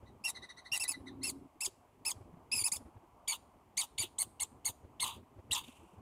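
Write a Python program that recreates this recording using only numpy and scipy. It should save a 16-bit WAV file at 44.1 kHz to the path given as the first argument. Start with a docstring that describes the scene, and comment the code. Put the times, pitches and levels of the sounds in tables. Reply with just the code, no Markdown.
"""A low bump and a faint far squirrel's note open over the hum of distant traffic; then a near squirrel calls.
Its arched chirps, overtone stacks through a throat, turn into hoarse barks of growl and breath noise.
The far one trills softly in short gliding notes; trunks and foliage scatter the calls as decaying noise echoes.
The hand-held microphone adds low swings that swell and fade and one short rub, noise ringing in its case.
Faint rasps and a leaf rustle, shaped noise, follow the last bark over a rumble and banded air noise."""
import sys
import numpy as np
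from scipy import signal
from scipy.io import wavfile

SR = 44100
rng = np.random.default_rng(int(sys.argv[2]) if len(sys.argv) > 2 else 0)


def master_out(mix):
    """Clip the mix to full scale and print it as 16-bit PCM to the path in sys.argv[1]."""
    frames = np.transpose(np.atleast_2d(mix))
    ceiling = np.clip(frames, -1, 1)
    pcm = np.round(ceiling * 32767).astype(np.int16)
    wavfile.write(sys.argv[1], SR, pcm)


N = 265036

# The throat and mouth as a filter on the overtones: (frequency [Hz], gain [dB])
THROAT_RESPONSE = [(1500, -31), (2100, -9), (2700, 5.5), (3400, 5), (4300, -3), (5300, 4.5), (6100, -11.5),
                   (7200, 2), (8300, 0), (9000, -5), (10300, 7), (11500, -12.5), (12700, 0), (13700, -20),
                   (16000, -24.5)]
# Strength of overtones 1 to 6 as the folds make them: (level [dB])
FOLD_OVERTONES = [0, 3, 1, 5.5, -2.5, -5]
# Resonances of the hoarse growl: (centre [Hz], width [Hz], relative level [dB])
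GROWL_MODES = [(1190, 400, -11), (2840, 590, 12.5), (3594, 400, 17)]
# Resonances of the breath: (centre [Hz], width [Hz], relative level [dB])
BREATH_MODES = [(812, 230, 4), (4680, 180, 2), (6730, 1300, -0.5), (9460, 600, 1), (11750, 1000, -13.5),
                (11700, 4800, -5), (16100, 670, -17.5)]
# A band drops out for three barks; the end values hold outside: (time [s], share taken away [0-1])
BAND_LOSS = [(4.1, 0.13), (4.15, 1), (4.75, 1), (4.9, 0.084)]
LOST_BAND_HZ, LOST_WIDTH_HZ = 5350, 1100
BREATH_LUMPS_DB = 4.5


def near_squirrel(shake=0.022, threshold_db=-54, warble_hz=3350, warble=0.2, warble_db=-2):
    """A stack of overtones through the throat, plus growl and breath where the folds lose their rhythm."""
    pitch, bright_db, whistle_gain, growl_gain, breath_gain, _, quaver = near_controls()

    # a growl shakes the pitch
    growl_share = np.minimum(growl_gain / (whistle_gain + 1e-9), 1)
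    unrest = quaver + shake * growl_share
    phase = 2 * np.pi * np.cumsum(pitch * (1 + unrest * drift(200))) / SR

    # brightness shifts strength from the two low overtones to the upper ones
    orders = np.arange(1, 7)[:, None]
    tilt_db = bright_db * np.where(orders > 2, .5, -.5)
    gains = amp(at_hz(THROAT_RESPONSE, orders * pitch) + np.c_[FOLD_OVERTONES] + tilt_db)
    gains /= np.sqrt(np.sum(gains ** 2, axis=0) / 2)

    # a quavering call also breaks up in level
    flutter_db = 2.2 + 70 * quaver
    flutter = amp(flutter_db * np.array([drift(110) for _ in orders]))
    stack = np.sum(gains * flutter * np.sin(orders * phase), axis=0)

    # the folds need some pressure to start
    speaking = whistle_gain ** 2 / (whistle_gain ** 2 + amp(threshold_db) ** 2)
    whistle = speaking * whistle_gain * stack

    # while the folds speak, much of the breath pulses with them and gathers round the overtones
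    fringe = .7 * speaking
    breath = fringe * stack * drift(210) + np.sqrt(1 - fringe ** 2) * resonant_noise(BREATH_MODES)

    # irregular folds puff the air out in lumps
    throb = rms_one(amp(3.2 * np.tanh(drift(150))))
    warble_pitch = warble_hz * (1 + warble * np.tanh(drift(110)))
    warbling = np.sin(2 * np.pi * np.cumsum(warble_pitch) / SR)
    growl = rms_one(resonant_noise(GROWL_MODES) + amp(warble_db) * warbling)
    breath_lumps = rms_one(amp(BREATH_LUMPS_DB * np.tanh(drift(44))))
    hoarse = throb * (growl_gain * growl + breath_gain * breath_lumps * breath)

    voice = whistle + hoarse
    peak_filter = signal.iirpeak(LOST_BAND_HZ, LOST_BAND_HZ / LOST_WIDTH_HZ, SR)
    band = signal.lfilter(*peak_filter, voice + 1e-18)
    return voice - np.clip(in_time(BAND_LOSS)[0], 0, 1) * band


# The near squirrel, one row a call: (time [s], hold on first pitch [s], mid-call swell [dB], attack [s],
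# lateness of pitch drop [power], quaver [share of pitch], whistle length [s], hoarse tail [s],
# first pitch [Hz], top pitch [Hz], last pitch [Hz], pitch rise [s], whistle first level [dB],
# whistle last level [dB], first brightness [dB], last brightness [dB], growl level [dB],
# breath level [dB], chest level [dB]); the rules below shape these levels further
NEAR_CALLS = [ (0.236, 0.0013, 0, .013, 5.7, .008, .068, 0.0113, 2063, 2762, 1900, 0.0036, -34.5, -41.5, -7, 3.5, -63.5, -44, -63),
              (0.714, 0.00091, 0, .011, 7.4, .005, 0.06, 0.022, 2202, 2809, 2000, 0.0036, -33, -39.5, -16, 4.5, -54.5, -42.5, -70.5),
              (0.793, 0.00071, 0, .011, 8.2, .008, .049, 0.013, 1983, 2706, 2030, .005, -36, -38.5, 1.5, -0.5, -59, -44, -65),
              (0.874, .002, 1, 0.013, 9.0, 0.0062, .050, .014, 2025, 2609, 2154, .004, -34.5, -41, 4, 0, -63, -44.5, -74),
              (1.228, .001, -1, 0.00865, 3.9, .008, 0.074, 0.019, 2054, 2737, 2010, 0.0078, -37.5, -39, 4, 3.5, -55.5, -45, -79),
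              (1.603, .001, -5.5, 0.012, 4.58, .008, 0.06, 0.031, 1640, 2675, 1614, 0.0052, -30, -33.5, 5, 9, -52, -46.5, -73.5),
              (2.048, .001, -0.5, 0.01, 4, .008, 0.067, 0.018, 1715, 2656, 1663, 0.0048, -36, -40, -4, 2.5, -53.5, -43, -64),
              (2.513, 0.0012, -0.5, .008, 1.4, .017, 0.11, 0.012, 2064, 2634, 2360, .004, -34.5, -35, -9.5, 6, -51, -44, -69),
              (2.634, 0.00091, -4, 0.013, 11, 0.0069, .050, .014, 1966, 2646, 1803, 0.0085, -26.5, -37.5, 7.5, 3.5, -63, -41.5, -65),
              (2.714, .002, -5.5, 0.013, 7.0, 0.0057, .053, 0.019, 1575, 2560, 1750, 0.0059, -26, -41.5, 11.5, 5, -59, -44, -72),
              (3.272, 0.0067, 5, 0.016, 2.6, .02, 0.058, 0.04045, 1570, 2325, 2175, .002, -32, -44, 0, -3.5, -41.5, -43.5, -56.5),
              (3.767, 0.0036, 1, 0.012, 4.37, .022, 0.053, 0.041, 1605, 2432, 1592, 0.0053, -32, -38.5, 5.5, -1.5, -43, -41, -59),
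              (3.976, 0.0054, 0.5, 0.0098, 4.9, .014, .052, 0.0482, 1510, 2380, 2060, .003, -35.5, -38.5, 2.5, -0.5, -40, -43, -64.5),
              (4.179, 0.0043, 2.5, 0.019, 4.93, .02, 0.046, 0.03, 1550, 2227, 2007, 0.0051, -33, -41.5, 8, 1.5, -52, -42.5, -61),
              (4.394, 0.006, -0.5, 0.012, 6.1, .02, 0.041, 0.024, 1450, 2245, 1828, 0.0042, -34, -38, 8, 2.5, -49.5, -45.5, -60),
              (4.643, .005, 3, 0.022, 5.2, .02, 0.043, 0.029, 1450, 2238, 1967, 0.0034, -30, -40.5, 10.5, -3, -49.5, -40, -65.5),
              (4.995, 0.0053, 1, 0.011, 3.76, .016, 0.048, 0.13, 1500, 2187, 1976, 0.0039, -39, -35.5, -2, -1, -40.5, -44.5, -51.5),
              (5.507, 0.0072, -2, 0.0089, 3.8, .05, .052, 0.068, 1500, 2090, 1560, 0.012, -32.5, -40.5, 2.5, -0.5, -38, -42.5, -51),
              ]
RELEASE_S = 0.004  # of the whistle
BRIGHT_PER_DB, LOW_DULL_DB = 1.04, -9.5  # louder is brighter; the low start is dull
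TAIL_SAG_DB, TAIL_FADE_DB, TAIL_POWER = -7, -18.5, 2.1  # how the hoarse tail dies
# the growl barks at the onset, sinks under the whistle and returns as the pitch drops
ONSET_GROWL_DB, ONSET_S, UNDER_WHISTLE_DB, GROWL_POWER = 2, .008, -9, 6.6
# the breath is held back while the whistle sounds and fades sooner than the growl
BREATH_UNDER_DB, BREATH_TAIL_DB = -1.5, -3
CHEST_SWELL_DB = -17  # the chest swells to the end


def near_controls():
    """Pitch, brightness, gains of whistle, growl, breath and chest, and quaver, from rules all calls share."""
    t, out = np.arange(N) / SR, np.zeros((7, N))
    out[0] = 2000  # resting pitch between calls, Hz
    for (s, hold, swell_db, attack_s, drop, quaver, length, tail,
         from_hz, top_hz, end_hz, rise, in_db, out_db, bright_in, bright_out,
         growl_db, breath_db, chest_db) in NEAR_CALLS:
        inside = (t >= s) & (t < s + length + 1.3 * tail)
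        age = t[inside] - s
        u = np.minimum(age / length, 1)  # progress through the whistle
        late = np.maximum(age - length, 0)  # time into the hoarse tail

        attack = np.sin(np.pi / 2 * np.minimum(age / attack_s, 1)) ** 2
        tail_db = TAIL_SAG_DB * late / tail + TAIL_FADE_DB * (late / tail) ** TAIL_POWER
        dying = attack * amp(tail_db)
        low = np.exp(-np.maximum(age - hold, 0) / rise)
        swell = swell_db * np.sin(np.pi * u)

        pitch = top_hz - (top_hz - from_hz) * low - (top_hz - end_hz) * u ** drop
        bright_db = bright_in + (bright_out - bright_in) * u + BRIGHT_PER_DB * swell + LOW_DULL_DB * low
        release = np.exp(-(late / RELEASE_S) ** 2)
        whistle = attack * amp(in_db + (out_db - in_db) * u + swell) * release
        bark = amp(ONSET_GROWL_DB) * np.exp(-(age / ONSET_S) ** 2)
        growl = dying * amp(growl_db) * (amp(UNDER_WHISTLE_DB * (1 - u ** GROWL_POWER)) + bark)
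        held_db = BREATH_UNDER_DB * (0.5 - u ** GROWL_POWER)
        breath = dying * amp(breath_db + held_db + BREATH_TAIL_DB * late / tail)
        chest_gain = dying * amp(chest_db + CHEST_SWELL_DB * (0.5 - u))
        out[:, inside] = [pitch, bright_db, whistle, growl, breath, chest_gain, quaver + 0 * age]
    return out


# Resonances of the near squirrel's chest: (centre [Hz], width [Hz], relative level [dB])
CHEST_RESONANCES = [(896, 160, -0.5), (1046, 200, -1)]


def chest():
    """A low lumpy rumble in the resonance of the chest."""
    lumpy = amp(2.5 * drift(90)) * resonant_noise(CHEST_RESONANCES)
    return near_controls()[5] * rms_one(lumpy)


# Faint rasps after the last bark: (time [s], envelope peak [dB], length [s])
RASP_PUFFS = [(5.6364, -53.5, 0.0073), (5.68, -52.5, 0.0038), (5.717, -67, 0.0082)]


def rasps(breath_db=-8):
    """Brief hoarse puffs of growl and breath noise without a whistle."""
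    t = np.arange(N) / SR
    envelope = sum(amp(db) * np.exp(-((t - s - length) / length) ** 2) for s, db, length in RASP_PUFFS)
    return envelope * (resonant_noise(GROWL_MODES) + amp(breath_db) * resonant_noise(BREATH_MODES))


# The far squirrel, one row a note: (time [s], envelope peak [dB], pitch before glides [Hz], length [s])
FAR_NOTES = [(0.051, -62, 2030, 0.056), (0.263, -43, 2045, 0.0453), (0.342, -41, 2080, 0.046),
             (0.414, -43, 2045, 0.049), (0.484, -42.5, 2052, 0.042), (0.561, -45.5, 2050, 0.0483),
             (0.641, -46.5, 2043, 0.05), (0.728, -39, 2050, 0.058), (0.828, -41.5, 2042, 0.05),
             (0.927, -43.5, 2050, 0.038), (1.0571, -47, 2043, 0.046), (1.21, -43.5, 2216, 0.069)]
# Strength of its overtones from the first up: (relative level [dB])
FAR_OVERTONES = [-4, 1, -13, -27, -34]
# Resonances of its breath: (centre [Hz], width [Hz], relative level [dB])
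FAR_BREATH_MODES = [(1000, 800, 0), (2000, 300, 0), (4000, 500, 4), (6000, 500, -6), (8300, 900, -8),
                    (9900, 900, -7)]


def far_squirrel(arch=.14, sag=.09, wobble=0.027, breath_db=-16, swell=1.34, lean=1.08):
    """Short notes that slide up to a level pitch and sag at the end, with a puff of breath."""
    envelope, pitch, t = np.zeros(N), np.full(N, 2000.), np.arange(N) / SR
    for s, peak_db, hz, length in FAR_NOTES:
        inside = (t > s) & (t < s + length)
        u = (t[inside] - s) / length
        envelope[inside] += amp(peak_db) * np.sin(np.pi * u ** lean) ** swell
        pitch[inside] = hz * (1 - arch * np.exp(-u / 0.2) - sag * u ** 3)
    phase = 2 * np.pi * np.cumsum(pitch * (1 + wobble * drift(130))) / SR

    # each overtone flickers by itself
    flicker_db = 3.5
    tones = 0
    for k, db in enumerate(FAR_OVERTONES):
        tones = tones + amp(db + flicker_db * drift(80)) * np.sin((k + 1) * phase)
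    direct = envelope * (rms_one(tones) / 2 + amp(breath_db) * resonant_noise(FAR_BREATH_MODES))

    # on the long way many trunks add their echoes and roughen the notes
    lag = np.arange(SR // 5) / SR
    echoes = rng.standard_normal(len(lag)) * amp(-33 - 60 * lag / .12)
    return direct + signal.fftconvolve(direct, echoes)[:N]


ECHO_T60_S, ECHO_DB = .05, -9
LATE_T60_S, LATE_DB = 0.39, -27


def forest(x):
    """Near trunks give a quick smear; moving foliage deep in the wood a long, blurred and faint tail."""
    t = np.arange(SR) / SR
    noise = rng.standard_normal((2, SR)) * np.sqrt(2 * np.log(1000) / SR)
    smear = amp(ECHO_DB - 60 * t / ECHO_T60_S) / np.sqrt(ECHO_T60_S) * noise[0]
    build_up = np.minimum(t / 0.017, 1)
    tail = amp(LATE_DB - 60 * t / LATE_T60_S) / np.sqrt(LATE_T60_S) * build_up * noise[1]
    # shivering leaves spread each tone into a band
    spread_hz = 600
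    blurred = x * drift(spread_hz)
    return x + signal.fftconvolve(x, smear)[:N] + signal.fftconvolve(blurred, tail)[:N]


RUSTLE_S, RUSTLE_DB, RUSTLE_FADE_DB_PER_S = 5.63, -59.5, -62


def leaf_rustle():
    """Leaves rustle after the last bark: lumpy noise in two resonances that rises quickly and fades."""
    age = np.arange(N) / SR - RUSTLE_S
    envelope = np.clip(age / .03, 0, 1) * amp(RUSTLE_DB + RUSTLE_FADE_DB_PER_S * np.maximum(age, 0))
    lumpy = amp(2 * drift(52)) * resonant_noise([(2666, 546, 5.5), (8150, 4300, -6.5)])
    return envelope * rms_one(lumpy)


# The louder bumps of the hand on the microphone case: (time [s], swing level [dB], pitch [Hz])
LOUD_BUMPS = [(0.038, -49.5, 82.8), (0.434, -54.5, 364), (0.91, -53.5, 280), (0.971, -53.5, 296),
              (1.011, -48, 79), (1.681, -49.5, 381.6), (2.169, -50, 107.2), (2.218, -50.5, 96.7),
              (2.341, -51, 173), (2.377, -55, 155), (2.549, -51, 229.6), (2.574, -49.5, 99.06),
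              (2.624, -47.5, 100.7), (2.771, -53, 75.3), (2.811, -51.5, 266), (2.866, -50.5, 74.5),
              (2.971, -50, 102.6), (4.005, -46, 95.32), (4.044, -47.5, 355.5), (4.528, -54.5, 247),
              (4.7, -47.5, 100.3), (4.848, -49, 81.3), (5.189, -54, 104.9), (5.368, -53.5, 94.7),
              (5.395, -47.5, 84.6), (5.517, -46, 87.4), (5.688, -48, 248.5), (5.843, -57, 336),
              (5.988, -51.5, 96)]
# The rub of the case: (time [s], level [dB])
CASE_RUB = [(0.94, -75), (0.96, -56), (1.2, -49), (1.26, -50), (1.31, -51.5), (1.46, -52.5), (1.49, -80)]
# Resonances of the rubbed case: (centre [Hz], width [Hz], relative level [dB])
CASE_MODES = [(95, 94, -12.5), (269, 24, 0), (358.3, 41, -10)]


def handling(turns=0.52, settle_s=0.00919, scuff_db=-8, scuff_hz=500):
    """Each bump is a low swing with a dull scuff; the rub is lumpy noise in the resonances of the case."""
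    out, span = np.zeros(N), np.arange(-2000, 2000)
    t = span / SR
    dull = signal.butter(2, scuff_hz, fs=SR, output="sos")
    scuff = rms_one(signal.sosfilt(dull, rng.standard_normal(N)))
    bumps = [*LOUD_BUMPS, *faint_bumps()]
    start_phases = rng.uniform(0, 2 * np.pi, len(bumps))
    for (s, db, hz), start in zip(bumps, start_phases):
        at = np.clip(round(s * SR) + span, 0, N - 1)
        swing = np.sin(2 * np.pi * hz * t + start) + amp(scuff_db) * scuff[at]
        # swells and fades evenly about its time; lower bumps last longer
        envelope = np.exp(-(t / (settle_s + turns / hz / 2)) ** 2)
        out[at] += amp(db) * envelope * swing
    rub = rms_one(amp(drift(38)) * resonant_noise(CASE_MODES))
    return out + sounding(CASE_RUB) * rub


FAINT_BUMP_DB, FAINT_LOW_HZ, FAINT_HIGH_HZ = -58, 75.2, 410  # mean level and range of pitch


def faint_bumps(count=30):
    """Rows like the loud bumps, at random times, levels and pitches."""
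    when, size, tone = rng.random((count, 3)).T
    pitch = FAINT_LOW_HZ * (FAINT_HIGH_HZ / FAINT_LOW_HZ) ** tone
    return np.c_[when * N / SR, FAINT_BUMP_DB + 6 * (size - .5), pitch]


# The swell of the rumble: (time [s], level [dB])
RUMBLE_SWELL = [(0, -62), (.6, -65.5), (1.17, -65.5), (1.25, -53), (1.44, -76.5), (2.2, -59), (2.8, -69),
                (3.6, -70), (4.2, -62.5), (6.01, -65)]


def rumble():
    """A lumpy low noise that swells and sinks."""
    lumpy = amp(4 * drift(12))
    lumps = lumpy * resonant_noise([(74.0, 66, -5.5), (248.0, 66, -11.5), (380, 140, -13)])
    return amp(in_time(RUMBLE_SWELL)[0]) * rms_one(lumps)


# Spectrum of distant traffic and air: (frequency [Hz], relative level per Hz [dB])
AIR_SPECTRUM = [(25, -28), (50, 2), (100, -15), (200, -14), (320, -7.5), (520, -18.5), (800, 4), (1000, -7),
                (1250, -30.5), (1600, -19.5), (2600, -24), (4200, -36), (9000, -30.5), (13000, -37),
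                (17000, -35.5)]
AIR_DB = -66  # rms of the whole


def air(patchy_db=1.3, swell_db=1.3):
    """Half-octave bands of noise; the hum below 1.5 kHz wavers band by band and swells as one."""
    out, edges, white = 0, 25 * 2 ** np.arange(0, 9.6, .5), rng.standard_normal((2, N))
    swell = swell_db * drift(8)
    for k, (low, high) in enumerate(zip(edges, edges[1:])):
        band_filter = signal.butter(2, [low, min(high, .45 * SR)], "band", fs=SR, output="sos")
        band = signal.sosfilt(band_filter, white[k % 2])
        waver_db = (patchy_db * drift(4.3) + swell) * (low < 1500)
        out = out + amp(at_hz(AIR_SPECTRUM, np.sqrt(low * high)) + waver_db) * band
    return amp(AIR_DB) * rms_one(out)


def amp(db):
    """Decibels to gain."""
    return 10 ** (np.asarray(db) / 20)


def rms_one(x):
    """Scale to unit rms."""
    return x / np.sqrt(np.mean(x ** 2) + 1e-20)


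def in_time(rows):
    """Columns of a table, joined by straight lines, at every sample."""
    s, *columns = np.transpose(rows)
    return [np.interp(np.arange(N) / SR, s, c) for c in columns]


def sounding(rows):
    """Gain of a (time [s], level [dB]) curve, ramped to -110 dB on either side."""
    before, after = (rows[0][0] - .02, -110), (rows[-1][0] + .02, -110)
    return amp(in_time([before, *rows, after])[0])


def at_hz(points, hz):
    """A spectrum read on a log-frequency axis."""
    table_hz, table_db = np.array(points)[:, 0], np.array(points)[:, 1]
    return np.interp(np.log(hz), np.log(table_hz), table_db)


def drift(rate):
    """Smooth random curve of unit rms: white noise through a two-pole low-pass at rate [Hz]."""
    r = np.exp(-2 * np.pi * rate / SR)
    white = rng.standard_normal(N + SR)
    return rms_one(signal.lfilter([1], [1, -2 * r, r * r], white)[SR:])  # drop the first second to settle


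def resonant_noise(modes):
    """White noise twice through each resonance, so the valleys stay dark; rms 1."""
    out, white = 0, rng.standard_normal(N)
    for k, (hz, width_hz, level_db) in enumerate(modes):
        r = np.exp(-np.pi * 1.5 * width_hz / SR)  # widened, as two passes narrow the peak
        section = [1, 0, -1, 1, -2 * r * np.cos(2 * np.pi * hz / SR), r * r]
        ringing = rms_one(signal.sosfilt([section] * 2, white))
        out = out + (-1) ** k * amp(level_db) * np.sqrt(width_hz) * ringing
    return rms_one(out)


def scene():
    """Calls in the forest over rustle, handling and background."""
    calls = forest(near_squirrel() + chest() + far_squirrel() + rasps())
    return (calls + leaf_rustle() + handling() + rumble() + air())[None]


def record(dry):
    """A steep low-pass cuts the top, 70 dB down from 16.75 kHz."""
    return signal.sosfilt(signal.cheby2(12, 70, 16750, fs=SR, output="sos"), dry)


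dry = scene()
out = record(dry)
master_out(out)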